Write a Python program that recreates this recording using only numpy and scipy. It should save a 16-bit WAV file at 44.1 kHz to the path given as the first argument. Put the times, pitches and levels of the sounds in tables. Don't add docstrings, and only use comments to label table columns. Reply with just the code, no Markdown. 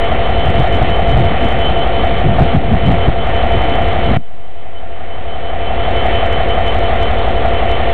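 import sys
import numpy as np
from scipy import signal
from scipy.fft import rfft, irfft, next_fast_len
from scipy.io import wavfile
from scipy.ndimage import uniform_filter1d

SR = 44100
rng = np.random.default_rng(int(sys.argv[2]) if len(sys.argv) > 2 else 0)


def voltage_ratio(level):
    return 10 ** (np.asarray(level, float) / 20)


def dump_mix(stems):
    frames = np.atleast_2d(stems).T
    limited = np.clip(frames, -1, 1)
    pcm = np.round(limited * 32767).astype(np.int16)
    wavfile.write(sys.argv[1], SR, pcm)


N = 349713

TURN_HZ = 5.728
LEAD_S = 1
AIR_DB, CLATTER_DB = -23, -28
RECOVER_DB_S, HOLD_S = 14, .08
OFFSET, FULL_SCALE = -.36, .716
PLAYBACK_HZ = 4135

# frequency in Hz, density in dB per Hz.
AIR_SPECTRUM = [(25, -6), (60, -1.5), (110, -5), (200, -12.5), (330, -12.5), (480, -14.5), (700, -11.5),
                (900, -15), (1300, -17.5), (1650, -19.5), (2050, -17), (2600, -20), (3300, -21),
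                (3900, -28)]
# frequency in Hz, density in dB per Hz.
CLATTER_SPECTRUM = [(700, -33), (1000, -2.5), (1350, -1.5), (1600, -6.5), (2050, 0), (2500, -8.5),
                    (3500, -16)]
# time in seconds, level in dB, eddy pitch in Hz.
GUSTS = [(0.0, -28, 100), (0.09, -26, 98.5), (0.17, -32.5, 100), (0.35, -22.5, 99), (0.4, -32.5, 100),
         (0.49, -20, 100), (0.53, -24, 99), (0.56, -14, 100), (0.61, -9, 100), (0.65, -23.5, 99.7),
         (0.79, -17, 100.1), (1.06, -17.5, 100), (1.26, -14, 99.6), (1.3, -25.5, 100), (1.32, -14, 98),
         (1.5, -20, 99.8), (1.63, -26.5, 100.7), (1.67, -18.5, 99), (1.72, -22, 100.7), (1.8, -17, 101),
         (1.94, -29, 100.4), (2.02, -19, 100), (2.08, -29.5, 100), (2.11, -17, 101), (2.25, -12, 101.2),
         (2.45, -15.5, 100.7), (2.51, -22, 100), (2.55, -11, 100), (2.62, -18.5, 100.5), (2.75, -11, 101.3),
         (2.79, -25.5, 100), (2.89, -9.5, 100), (2.95, -16.5, 101.2), (3.03, -26.5, 100.4),
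         (3.09, -10, 100), (3.14, -32.5, 100), (3.17, -29.5, 100), (3.42, -27, 99), (3.45, -17.5, 100),
         (3.52, -25.5, 100.5), (3.54, -10.5, 99.4), (3.6, -22.5, 100), (3.68, -17.5, 99.4),
         (3.82, -27.5, 100.6), (3.89, -21.5, 100), (4.08, -15.5, 100.8), (4.18, -15, 99.7),
         (4.26, -55.5, 100), (4.42, -39, 100), (4.45, -59, 101), (4.73, -55, 100), (4.8, -37, 101.2)]
# frequency in Hz, density in dB.
DEEP_EDDIES = [(20, -13.5), (45, -1.5), (80, -3.5), (130, -7), (250, -26)]
SHARP_EDDIES = [(30, -15.5), (70, -6.5), (130, -2.0), (230, -4.5), (400, -15), (700, -39.5)]
# time in seconds, peak in dB, length in ms.
WIND_POPS = [
    (0.606, -1.5, 2.9),
    (.615, -9.5, 4),
    (2.264, -2.5, 4),
    (2.558, -3.5, 3.5),
    (2.564, -2, 3.1),
    (3.085, -2, 3.7),
    (4.1709, 1.5, 3.5),
]
# time in seconds, depth in dB.
GAIN_DROPS = [
    (.62, -2.5),
    (2.22, 1.5),
    (2.565, 4.5),
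    (3.089, 2.5),
    (4.172, 24),
]
# multiple of the crank turn, level in dB.
GEAR_TONES = [(237, -43), (316, -42.5), (342, -46), (395, -48), (470, -46.5)]
# pitch in Hz, level in dB, swing once a turn in Hz, throb in dB, crank angle of the
# throb in degrees, flutter in dB.
BLOWER_TONES = [(3048, -33, 14, 4.5, 125, 3), (3350, -47.5, 14, 5, 140, 2)]
# time in seconds, level in dB.
BLOWER_SWELL = [(0, 2), (1, -0.5), (1.7, 3.5), (2.4, -2), (3, -2.5), (3.6, 2), (4.5, -2), (5.5, 0),
                (6.3, 1), (7, -3), (7.9, -3.5)]
# crank angle in degrees, level in dB.
EXHAUST_PUFFS = [(1, -10.5), (38, -12.5), (68, -12.5), (187, -10.5), (203, -8.5), (215, -11), (242, -9.5),
                 (304, -15)]
# frequency in Hz, level in dB, t60 in seconds, push +1 or pull -1.
SILENCER_MODES = [(39.9, 0.5, 0.044, -1), (52.35, -7.5, 0.496, 1), (63.8, -14.5, 0.6, 1),
                  (76.1, -7, 0.6, 1), (92.7, -10.5, 0.6, -1), (136.8, -5.5, 0.02, 1),
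                  (228.8, -23.5, 0.65, 1)]
# crank angle in degrees, blow in dB on the hood, on the exhaust pipe, on the block.
CYLINDERS = [(-4.5, -1, -11.5, -4.5), (32, -4, -8.5, -2), (58.5, -1, -10, -30.5), (86, -29.5, -15, -4),
             (118.5, -3, -22, -6), (148.5, -3, -7, -1), (179, -1.6, -15, -18), (205, -29, -6.5, -1.5),
             (231.5, -19.0, -0.5, -25.8), (257.5, -30.5, -5.5, -5.5), (299, -2.5, -8.5, -30.5),
             (337, -2, -17.5, -31)]
# frequency in Hz, level in dB, t60 in seconds.
HOOD_MODES = [(260, -17.5, 0.03), (343.8, -36.5, 0.5), (360, -30, 0.54), (409.7, -24.0, 0.124),
              (450.7, -27, 0.54), (470.3, -32.5, 0.58), (499.4, -22.5, 0.5), (541.8, -16, 0.052)]
# frequency in Hz, level in dB, t60 in seconds.
PIPE_MODES = [(598.3, -20.5, 0.5), (639.7, -12, 0.04), (678.3, -7.5, 0.33), (689.2, -23.5, 0.61),
              (729, -8.5, 0.061), (746, -6, 0.103), (778.2, -26.0, 0.55), (813.6, -22, 0.56),
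              (906, -27.9, 0.56)]
# frequency in Hz, level in dB, t60 in seconds.
BLOCK_MODES = [(1024, -19, 0.013), (1157, -32, 0.401), (1244, -19, 0.016), (1352.5, -39.5, 0.42),
               (1402, -35, 0.041)]


def level(x, db):
    return x * voltage_ratio(db) / np.sqrt(np.mean(x ** 2))


def walk(rate):
    hold = int(SR / rate)
    steps = np.repeat(rng.standard_normal(N // hold + 1), hold)
    return 1.3 * uniform_filter1d(uniform_filter1d(steps, hold), hold)[:N]


def colour(x, spectrum, flicker_db, rate):
    hz, db = np.transpose(spectrum)
    size = next_fast_len(N, True)
    octave = np.log2(np.arange(1, size // 2 + 2) * SR / size)
    bins = rfft(x, size) * voltage_ratio(np.interp(octave, np.log2(hz), db, left=-60))
    out = 0
    for centre in np.arange(np.log2(hz[0]) // 1, min(np.log2(hz[-1]) + 1, 12.5), .5):
        band = irfft(bins * np.clip(1 - abs(octave - centre) * 2, 0, 1), size)[:N]
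        out = out + band * voltage_ratio(flicker_db * walk(rate))
    return out


def blows(deg, db, late_ms, scatter_db):
    turns = np.arange(-LEAD_S * TURN_HZ // 1 + 1, N / SR * TURN_HZ)[:, None]
    late, scatter = rng.standard_normal((2, len(turns), len(deg)))
    at = ((turns + deg / 360) / TURN_HZ + LEAD_S + late_ms / 1000 * late) * SR
    strength = voltage_ratio(db + scatter_db * scatter)
    whole = at.astype(int)
    out = np.zeros(N + 2 * LEAD_S * SR)
    np.add.at(out, whole, strength * (1 - at % 1))
    np.add.at(out, whole + 1, strength * (at % 1))
    return out


def ring(clicks, modes, signs):
    out = 0
    for (hz, db, t60), sign in zip(modes, signs):
        pole = np.exp((2j * np.pi * hz - np.log(1000) / max(t60, .01)) / SR)
        feedback = [1, -2 * pole.real, abs(pole) ** 2]
        out = out + sign * voltage_ratio(db) * signal.lfilter([0, pole.imag], feedback, clicks)
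    return out[LEAD_S * SR:LEAD_S * SR + N]


def air_hiss(turn):
    firing = voltage_ratio(1.5 * np.cos(2 * np.pi * (12 * turn - .2)))
    return level(colour(rng.standard_normal(N) * firing, AIR_SPECTRUM, 1.3, 12), AIR_DB)


def valve_clatter(turn):
    count = int(SR / TURN_HZ)
    repeat = np.interp(turn % 1 * count, np.arange(count + 1), rng.standard_normal(count + 1))
    return level(colour(repeat, CLATTER_SPECTRUM, 1.2, 5.6), CLATTER_DB)


def gusts(t):
    s, db, hz = np.transpose(GUSTS)
    noise = rng.standard_normal(N)
    deep = level(colour(noise, DEEP_EDDIES, 2.9, 14), 0)
    sharp = level(colour(noise, SHARP_EDDIES, 3.6, 25), 0)
    mix = np.clip((np.interp(t, s, hz) - 50) / 100, 0, 1)
    strength = voltage_ratio(np.interp(t, s, db, right=-70) + 3.5 * walk(45))
    return strength * ((1 - mix) * deep + mix * sharp)


def wind_pops(t):
    out = np.zeros(N)
    for at, peak_db, ms in WIND_POPS:
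        u = (t - at) * 2000 / ms
        push = np.exp(-np.minimum(u ** 2, 60))
        suck = 0.39 * np.exp(-np.minimum(.12 * u ** 2, 60))
        out += voltage_ratio(peak_db) * (push - suck)
    return out


def gear_whine(turn):
    out = 0
    for multiple, db in GEAR_TONES:
        strength = voltage_ratio(db + 5 + 2.5 * walk(9))
        out = out + strength * np.sin(2 * np.pi * round(multiple) * turn + 0.48 * walk(6))
    return out


def blower_whine(turn):
    slow_db = np.interp(turn / TURN_HZ, *np.transpose(BLOWER_SWELL))
    out = 0
    for hz, db, swing_hz, throb_db, deg, flutter_db in BLOWER_TONES:
        angle = 2 * np.pi * (turn - deg / 360)
        pitch = hz + swing_hz * np.sin(angle) + 1.5 * walk(1.5) + 6 * walk(60)
        swell_db = db + slow_db + throb_db * np.cos(angle) + flutter_db * walk(45)
        out = out + voltage_ratio(swell_db + 3) * np.sin(2 * np.pi * np.cumsum(pitch) / SR)
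    return out


def exhaust():
    deg, db = np.transpose(EXHAUST_PUFFS)
    modes = np.array(SILENCER_MODES)
    out = ring(blows(deg, db, .2, 0.74), modes[:, :3], np.sign(modes[:, 3]))
    band = signal.butter(2, [22, 300], "band", fs=SR, output="sos")
    return signal.sosfiltfilt(band, out)


def knocks():
    deg, *parts = np.transpose(CYLINDERS)
    signs = (-1) ** np.arange(10)
    out = 0
    for db, modes in zip(parts, (HOOD_MODES, PIPE_MODES, BLOCK_MODES)):
        out = out + ring(blows(deg, db, .03, 1.2), modes, signs)
    return signal.sosfilt(signal.butter(2, 120, "high", fs=SR, output="sos"), out)


def ducking(t):
    drops = []
    for s, db in GAIN_DROPS:
        drops.append((t > s) * np.clip(db - RECOVER_DB_S * (t - s - HOLD_S), 0, db))
    return voltage_ratio(-uniform_filter1d(np.max(drops, axis=0), size=90))


def scene():
    t = np.arange(N) / SR
    turn = TURN_HZ * t
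    machinery = air_hiss(turn) + valve_clatter(turn)
    whines = gear_whine(turn) + blower_whine(turn)
    engine = machinery + whines + exhaust() + knocks()
    return (ducking(t) * engine + gusts(t) + wind_pops(t))[None]


def top_cut(x):
    return signal.sosfilt(signal.butter(12, 15900, fs=SR, output="sos"), x)


def record(dry):
    low = signal.resample_poly(dry[0] / FULL_SCALE, 80, 441)
    stored = np.clip(np.round((low + OFFSET) * 128), -128, 127) / 128
    smooth = signal.firwin(441 * 40 + 1, PLAYBACK_HZ, window=("kaiser", 9.), fs=SR * 80)
    played = signal.resample_poly(stored, 441, 80, window=smooth, padtype="mean")[:N]
    mix = FULL_SCALE * np.clip(played, -1, 1)[None]
    return top_cut(mix)


dry = scene()
out = record(dry)
dump_mix(out)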